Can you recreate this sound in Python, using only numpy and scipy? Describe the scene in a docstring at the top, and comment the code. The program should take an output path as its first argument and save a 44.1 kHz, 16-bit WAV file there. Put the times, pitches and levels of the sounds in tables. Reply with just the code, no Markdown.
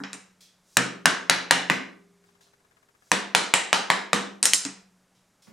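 """Tools clatter on a bench in a live workshop; a hand brushes the wood under a quiet hiss.
A wooden mallet drives a chisel into a clamped board with five blows from above, then, after
a faint ticking, six from the end: filtered clicks knock, noise bursts crack, dying sines boom.
Steel and wood clatter again, light brushes follow and a soft bump ends it.
The microphone stands close: its peaks saturate on the blows, and decaying noise is the room."""
import sys
import numpy as np
from scipy import signal
from scipy.fft import rfft, irfft
from scipy.io import wavfile

SR = 44100
rng = np.random.default_rng(int(sys.argv[2]) if len(sys.argv) > 2 else 0)


def int16_out(signal):
    """Quantize to a 16-bit WAV file."""
    q = np.round(np.clip(np.atleast_2d(signal).T, -1, 1) * 32767)
    wavfile.write(sys.argv[1], SR, q.astype(np.int16))


N = 243502
SIZE = 4096  # samples in a click or burst
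HZ, AGE = np.fft.rfftfreq(SIZE, 1 / SR), np.arange(SIZE) / SR
TURN_S = 2.6  # the chisel is driven from above before this time, from the end of the board after it

# mallet blows: [t/s, knock level/dB, board f/Hz, handle f/Hz, crack level/dB, crack brightness/dB,
# bench boom level/dB]
MALLET_BLOWS = [(0.7696, 8, 1210, 1580, 3, 4, 6), (1.0569, 11, 1140, 1610, 4.5, -1.5, 1.5),
                (1.297, 9, 920, 1553, 6, -6.5, -1.5), (1.5094, 10.5, 750, 1784, 7, -1.5, -0.5),
                (1.6994, 7, 1076, 1974, -5, -10.5, 4), (3.1167, 7.5, 1087, 1700, 3.5, -1, 2.5),
                (3.3493, 8, 950, 1586, 7.5, 2.5, 0), (3.5386, 8.5, 872, 2180, 7, 10.5, -7.5),
                (3.7294, 8, 875, 1360, 5.5, -2, -4.5), (3.9019, 9, 1010, 1905, 0, 1.5, -3.5),
                (4.1314, 6, 1090, 1363, 1.3, 1, 5)]
# spectrum of a wooden knock: [f/Hz, level/dB per Hz]
WOOD_SPECTRUM = [(30, -25), (90, -31), (160, -11), (300, -9.5), (380, -3.5), (520, -2), (900, -0.5),
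                 (1700, 0), (2600, -3), (4000, -14.5), (8000, -16), (16000, -53)]


def amp(db):
    """Decibels to gain."""
    return 10 ** (np.asarray(db) / 20)


def unit(x):
    """Scales a sound to energy 1."""
    return x / np.sqrt(np.sum(x ** 2, axis=-1, keepdims=True) + 1e-20)


def read(points, hz):
    """Reads a table on a log-frequency axis."""
    f, value = np.transpose(points)
    return np.interp(np.log(hz + 1), np.log(f + 1), value)


def add(mix, s, sound):
    """Adds a mono or stereo sound at time s."""
    part = mix[:, max(round(s * SR), 0):][:, :sound.shape[-1]]
    part += sound[..., :part.shape[1]]


def hump(hz, octaves):
    """A bell of height 1 around hz."""
    return np.exp(-.5 * (np.log2((HZ + 1) / hz) / octaves) ** 2)


def click(db):
    """The causal minimum-phase click that has this spectrum in dB, at energy 1."""
    log_gain = np.log(amp(np.r_[db, db[-2:0:-1]]))
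    return unit(np.fft.ifft(np.exp(np.conj(signal.hilbert(log_gain)))).real)


def burst(db, decay):
    """A spray of tiny fractures or contacts that dies quickly, coloured by a spectrum."""
    attack = 1 - np.exp(-AGE / 0.00088)
    grains = rng.standard_normal(SIZE) * np.exp(-AGE / decay) * attack
    return unit(signal.fftconvolve(grains, click(db))[:SIZE])


def ring(modes, rise, scatter_db, apart=0.024):
    """Dying sines of energy 1 per side, shared out anew each time; higher modes differ more in phase."""
    t = np.arange(int(1.5 * SR)) / SR
    hz, db, t60 = np.transpose(modes)
    size, step = rng.standard_normal((2, len(hz)))
    side_turns = np.outer([1, -1], apart * step * np.minimum((hz / 300) ** 2, 1))
    turns = rng.random(len(hz)) + side_turns
    waves = np.exp(np.outer(2j * np.pi * hz - np.log(1000) / t60, t)) * (1 - np.exp(-t / rise))
    level = amp(db + scatter_db * size) / np.linalg.norm(waves, axis=1)
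    return unit(((level * np.exp(2j * np.pi * turns)) @ waves).real)


def air():
    """The quiet hiss of the room: steady shaped noise, the same in both channels."""
    # hiss spectrum: [f/Hz, level/dB per Hz]
    hiss_spectrum = [(20, 2), (60, 1.5), (130, 8.5), (200, 6.5), (300, 4.5), (600, 3), (1500, 0),
                     (3000, -7), (7000, -6), (12000, -13), (16000, -30)]
    shape = amp(read(hiss_spectrum, np.fft.rfftfreq(N, 1 / SR)))
    hiss = unit(irfft(rfft(rng.standard_normal(N)) * shape, N)) * np.sqrt(N)
    return amp(-68) * np.array([hiss, hiss])


def workshop(sound, early_db, build=0.0042, bend=1.252):
    """Quick reflections off the bench top, then the diffuse room tail, which fades ever faster."""
    # fading of the room: [f/Hz, t60/s]
    room_fading = [(120, 0.28), (320, 0.61), (840, 0.45), (2200, 0.42), (5800, 0.38), (9000, .3),
                   (14000, .2)]
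    # left-right likeness of the tail: [f/Hz, likeness/0 to 1]
    room_likeness = [(100, 0.98), (200, 0.78), (350, 0.18), (700, 0.18), (1500, .7), (5500, 0.8),
                     (10000, 0.54)]
    echo_s, echo_db, echo_spread_s = 0.016, 0.5, 0.003  # the nearest walls answer in one cluster
    t = np.arange(28672) / SR
    hz, frames, (a, b) = signal.stft(rng.standard_normal((2, len(t))), SR, nperseg=256)
    same = np.clip(read(room_likeness, hz), -1, 1)[:, None]
    mid, side = np.sqrt((1 + same) / 2) * a, np.sqrt((1 - same) / 2) * b
    fading = amp(-60 * (frames / read(room_fading, hz)[:, None]) ** bend)
    tail = signal.istft(np.array([mid + side, mid - side]) * fading, SR, nperseg=256)[1]
    early = 1 + amp(early_db) * np.exp(-t / 0.011)
    response = unit(tail * (1 - np.exp(-t / build))) * early
    walls = amp(echo_db * np.exp(-.5 * ((t - echo_s) / echo_spread_s) ** 2))
    return signal.fftconvolve(sound[None], response * walls, axes=1)


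def faint_ticking(db=-39):
    """A very faint, uneven ticking, opposite in the two channels, while the chisel is lined up."""
    from_s, to_s, ticks_per_s = 2.23, 3.1, 16.5
    out = np.zeros((2, N))
    for s in np.arange(from_s, to_s, 1 / ticks_per_s):
        colour = 25 * hump(1100, 1.3) + 8 * hump(1680, 0.039)
        tick = burst(colour, decay=.011)
        late, size_db = rng.uniform(-.012, .012), rng.normal(0, 2)  # s, dB
        add(out, s + late, amp(db + size_db) * np.outer([2, -.6], tick))
    return out


def earlier_blows(s):
    """How many blows of the same run have already driven the edge in."""
    return sum(t < s and (t < TURN_S) == (s < TURN_S) for t, *_ in MALLET_BLOWS)


def sleeve():
    """Cloth hisses softly as the arm swings into the first blow of each run: noise in a smooth swell."""
    above_db, end_db = -25, -29.5  # energy of the swish in each direction
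    lead_s, width_s = 0.015, 0.064  # how long before the blow it peaks, and its Gaussian width
    t = np.arange(N) / SR
    motion = np.zeros(N)
    for s, *_ in MALLET_BLOWS:
        if earlier_blows(s) == 0:
            swing = unit(np.exp(-.5 * ((t - s + lead_s) / width_s) ** 2))
            motion += amp(above_db if s < TURN_S else end_db) * swing
    cloth = signal.oaconvolve(rng.standard_normal(N), click(30 * hump(5800, 1.1)))[:N]
    return motion * cloth


def handling():
    """Fingers and blade brush the wood in short noise bursts; at last the hand settles with a soft bump."""
    # light brushes of hand and blade: [t/s, level/dB, centre f/Hz]
    wood_brushes = [(0.406, -23, 4400), (2.257, -40.5, 4500), (2.409, -31, 4450), (5.148, -39, 3500),
                    (5.421, -29, 4800), (5.469, -29.5, 1116)]
    soft_bump_s = 5.464
    out = np.zeros((2, N))
    for s, db, hz in wood_brushes:
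        brush = amp(db) * burst(30 * hump(hz, 1.4), decay=0.026)
        add(out, s, amp(-2.5) * brush)
        add(out, s, workshop(brush, early_db=-15))
    bump = amp(-21.0) * burst(40 * hump(235, 1.16), decay=0.037)
    add(out, soft_bump_s, workshop(bump, early_db=6.0))  # heard through the room only
    return out


def chisel(ripple_db, size=45):
    """The chisel's resonances in dB; grip and contact point change them at every hit."""
    # short resonances of the chisel in its handle: [f/Hz, width/octaves, level/dB]
    handle_resonances = [(1280, 0.049, 0), (1870, 0.089, 1.5), (2580, 0.11, 0), (2890, 0.054, 1.5),
                         (3500, .05, -0.5), (3840, 0.026, 1.5), (4045, 0.052, 3), (7300, 0.013, 4)]
    resonances = sum(db * hump(hz, octaves) for hz, octaves, db in handle_resonances)
    ripple = np.convolve(rng.standard_normal(len(HZ)), unit(np.hanning(size)), "same")
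    return resonances + ripple_db * ripple * np.minimum(HZ / 2000, 1)


def clatter():
    """Steel and wood knock on the bench: a bright clink, a ringing blade and a light thud."""
    # knocks of steel and wood on the bench: [t/s, wood level/dB, steel level/dB, bench boom level/dB, top f of
    # the steel/Hz]
    bench_knocks = [(0.002, -19.5, -31.5, -4.5, 1600), (0.0369, -10.5, -20, -15, 5100),
                    (0.1309, -16, -15.5, -15, 9800), (4.4285, -6, 4.5, -12.5, 11400),
                    (4.455, -2, 6.5, -13.5, 12000), (4.5344, -9, 7.5, -16.5, 11070),
                    (4.6507, -11, -10, -2.5, 8700)]
    # spectrum of a steel clink: [f/Hz, level/dB per Hz]
    steel_spectrum = [(500, -39.5), (1500, -19), (2600, -10.5), (4200, -9.5), (5500, -3), (7000, -2.5),
                      (8700, -1), (10000, -8.5), (12000, -13), (16000, -23.5)]
    # ringing of the blade: [f/Hz, level/dB, t60/s]
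    blade_modes = [(3880, -3.5, .35), (5550, -1.5, 0.283), (6240, 0.5, 0.33), (6600, 3, .28),
                   (7125, -2.5, .28), (7560, -1.5, .28), (8100, -3, 0.22), (8495, -5, 0.33),
                   (8900, -3.5, .3), (9000, -1, .25), (9860, -3.5, 0.18)]
    # bench top under a light knock: [f/Hz, level/dB, t60/s]
    bench_top_modes = [(139, -16, 0.303), (183, -19, 2.2), (195, -5, 0.57), (249, -10.5, 0.2),
                       (280, -1, 0.16), (315.2, -12, 0.25), (410, -14, 0.28)]
    direct_db = 5.5  # gain of the direct sound: all the knocks sound from about the same distance
    out = np.zeros((2, N))
    for s, wood_db, steel_db, boom_db, top_hz in bench_knocks:
        dulling_db = 10 * np.log10(1 + np.minimum(HZ / top_hz, 1.8) ** 12)
        tool = 1.3 * chisel(ripple_db=1.6) - dulling_db
        wood = read(WOOD_SPECTRUM, HZ) + tool - 5 * hump(600, 0.11)
        steel = read(steel_spectrum, HZ) + tool
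        wood_contact = amp(wood_db - 7.5) * burst(wood, decay=0.0011)
        steel_contact = amp(steel_db) * burst(steel, decay=0.00047)
        add(out, s, amp(direct_db) * (wood_contact + steel_contact))
        add(out, s, workshop(amp(wood_db - 1.5) * click(wood), early_db=10.5))
        add(out, s, workshop(amp(steel_db) * click(steel), early_db=8.0))
        blade = [(hz, db - 10 * np.log10(1 + (hz / top_hz) ** 20), t60) for hz, db, t60 in blade_modes]
        add(out, s, amp(steel_db - 5.5) * ring(blade, rise=.0005, scatter_db=5.5))
        add(out, s, amp(boom_db) * ring(bench_top_modes, rise=0.0053, scatter_db=1.5))
    return out


def bench(s):
    """The heavy bench swells into low modes set by the blow's direction; the room blurs part of the boom."""
    # bench modes: [f/Hz, t60/s, level struck from above/dB, level struck from the end/dB]
    bench_modes = [(129, 0.43, -10, -20.5), (165, .2, -8.5, -17), (178.2, 2.2, -6.5, -24),
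                   (182.1, 0.31, -9, -2), (197.7, 0.82, -8.5, 0.5), (227, 0.1, -9, -15),
                   (261, 0.56, -6, -13.5), (281.7, 0.53, -7.5, -21.5), (296, 0.078, -8.5, -11),
                   (413, .35, -17, -6.5), (402, 2.8, -23, -34.5), (482, 0.42, -10.5, -4.5)]
    modes = [(hz, above if s < TURN_S else end, t60) for hz, t60, above, end in bench_modes]
    boom = amp(-1) * ring(modes, rise=.004, scatter_db=2.5)
    add(boom, 0, workshop(amp(-7) * click(40 * hump(260, 1)), early_db=3))
    return boom


def snap_level(s, crack_db):
    """The first contact in dB: sharpest from above and on a clean cut, duller as the slot deepens."""
    fresh_db = 5 if s < TURN_S else -6  # first blow of a run, for a crack of 0 dB
    per_crack, fall_db_per_blow = 1.6, 3.54  # grows with the crack, is muffled as the edge sinks in
    return fresh_db + per_crack * crack_db - fall_db_per_blow * earlier_blows(s)


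def chopping():
    """The mallet hits the handle and rebounds; board and handle knock, the edge cracks through fibres."""
    # spectrum of parting fibres: [f/Hz, level/dB per Hz]
    fibre_spectrum = [(500, -25.5), (2000, -4.5), (3000, 2.5), (4000, 1), (4600, 0), (6500, -4.5),
                      (8300, -5.5), (10500, -10.5), (13000, -31.5), (16000, -35)]
    # ringing of the clamped board and vice: [f/Hz, level/dB, t60/s]
    board_modes = [(534, -2.5, 0.15), (717, -1.5, 0.37), (942, 2.5, 0.29), (1118, -4.5, 0.21),
                   (1210, -1.5, 0.57), (1536, 1, 0.43), (2180, -27, 2.4), (2310, -5.5, 0.45),
                   (2970, -4.5, .3), (4130, -12.5, 0.42)]
    rebound = 0.5  # second contact of handle and mallet, as a share of the blow
    grain_above_db, grain_end_db = -1.5, 2  # the board's body answers more to blows along the grain
    out = np.zeros((2, N))
    for s, knock_db, board_hz, handle_hz, crack_db, bright_db, boom_db in MALLET_BLOWS:
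        tool = chisel(ripple_db=1.6)
        grain = (grain_above_db if s < TURN_S else grain_end_db) * hump(850, .35)
        pitches = 4 * hump(board_hz, 0.13) + 5.5 * hump(handle_hz, 0.18)
        knock = amp(knock_db) * click(read(WOOD_SPECTRUM, HZ) + tool + grain + pitches)
        # the handle springs back against the mallet about two of its periods later
        spring_s = rng.uniform(.9, 1.2) * 2 / handle_hz
        again = np.interp(AGE - spring_s, AGE, knock, left=0)
        fibres = read(fibre_spectrum, HZ) + tool + bright_db * hump(8000, 0.2)
        crack = amp(crack_db) * burst(fibres, decay=0.00083)
        snap = amp(snap_level(s, crack_db)) * burst(40 * hump(6100, 1.1), decay=0.0017)
        add(out, s, amp(2.5) * (knock + rebound * again) + amp(3.5) * crack + snap)
        add(out, s, workshop(amp(-1.0) * knock, early_db=1.5))
        add(out, s, workshop(amp(crack_db) * click(fibres), early_db=-0.5))
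        add(out, s, amp(knock_db - 7) * ring(board_modes, rise=0.0011, scatter_db=4))
        add(out, s, amp(boom_db) * bench(s))
    return out


def scene():
    """Everything at the bench, from the room's hiss to the mallet."""
    return air() + faint_ticking() + sleeve() + handling() + clatter() + chopping()


def record(dry, notch_hz=4420, notch_width_hz=260):
    """The microphone has a narrow dip in the treble; the peaks of the blows saturate; then the band limit."""
    notched = signal.lfilter(*signal.iirnotch(notch_hz, notch_hz / notch_width_hz, SR), dry)
    heard = dry + 0.26 * (notched - dry)  # a partial dip
    squashed = heard / (1 + heard ** 4) ** .25
    band_limit = signal.firwin(255, 16200, window=("kaiser", 8), fs=SR)  # low-pass, Hz
    return signal.oaconvolve(squashed, band_limit[None], "same")


dry = scene()
out = record(dry)
int16_out(out)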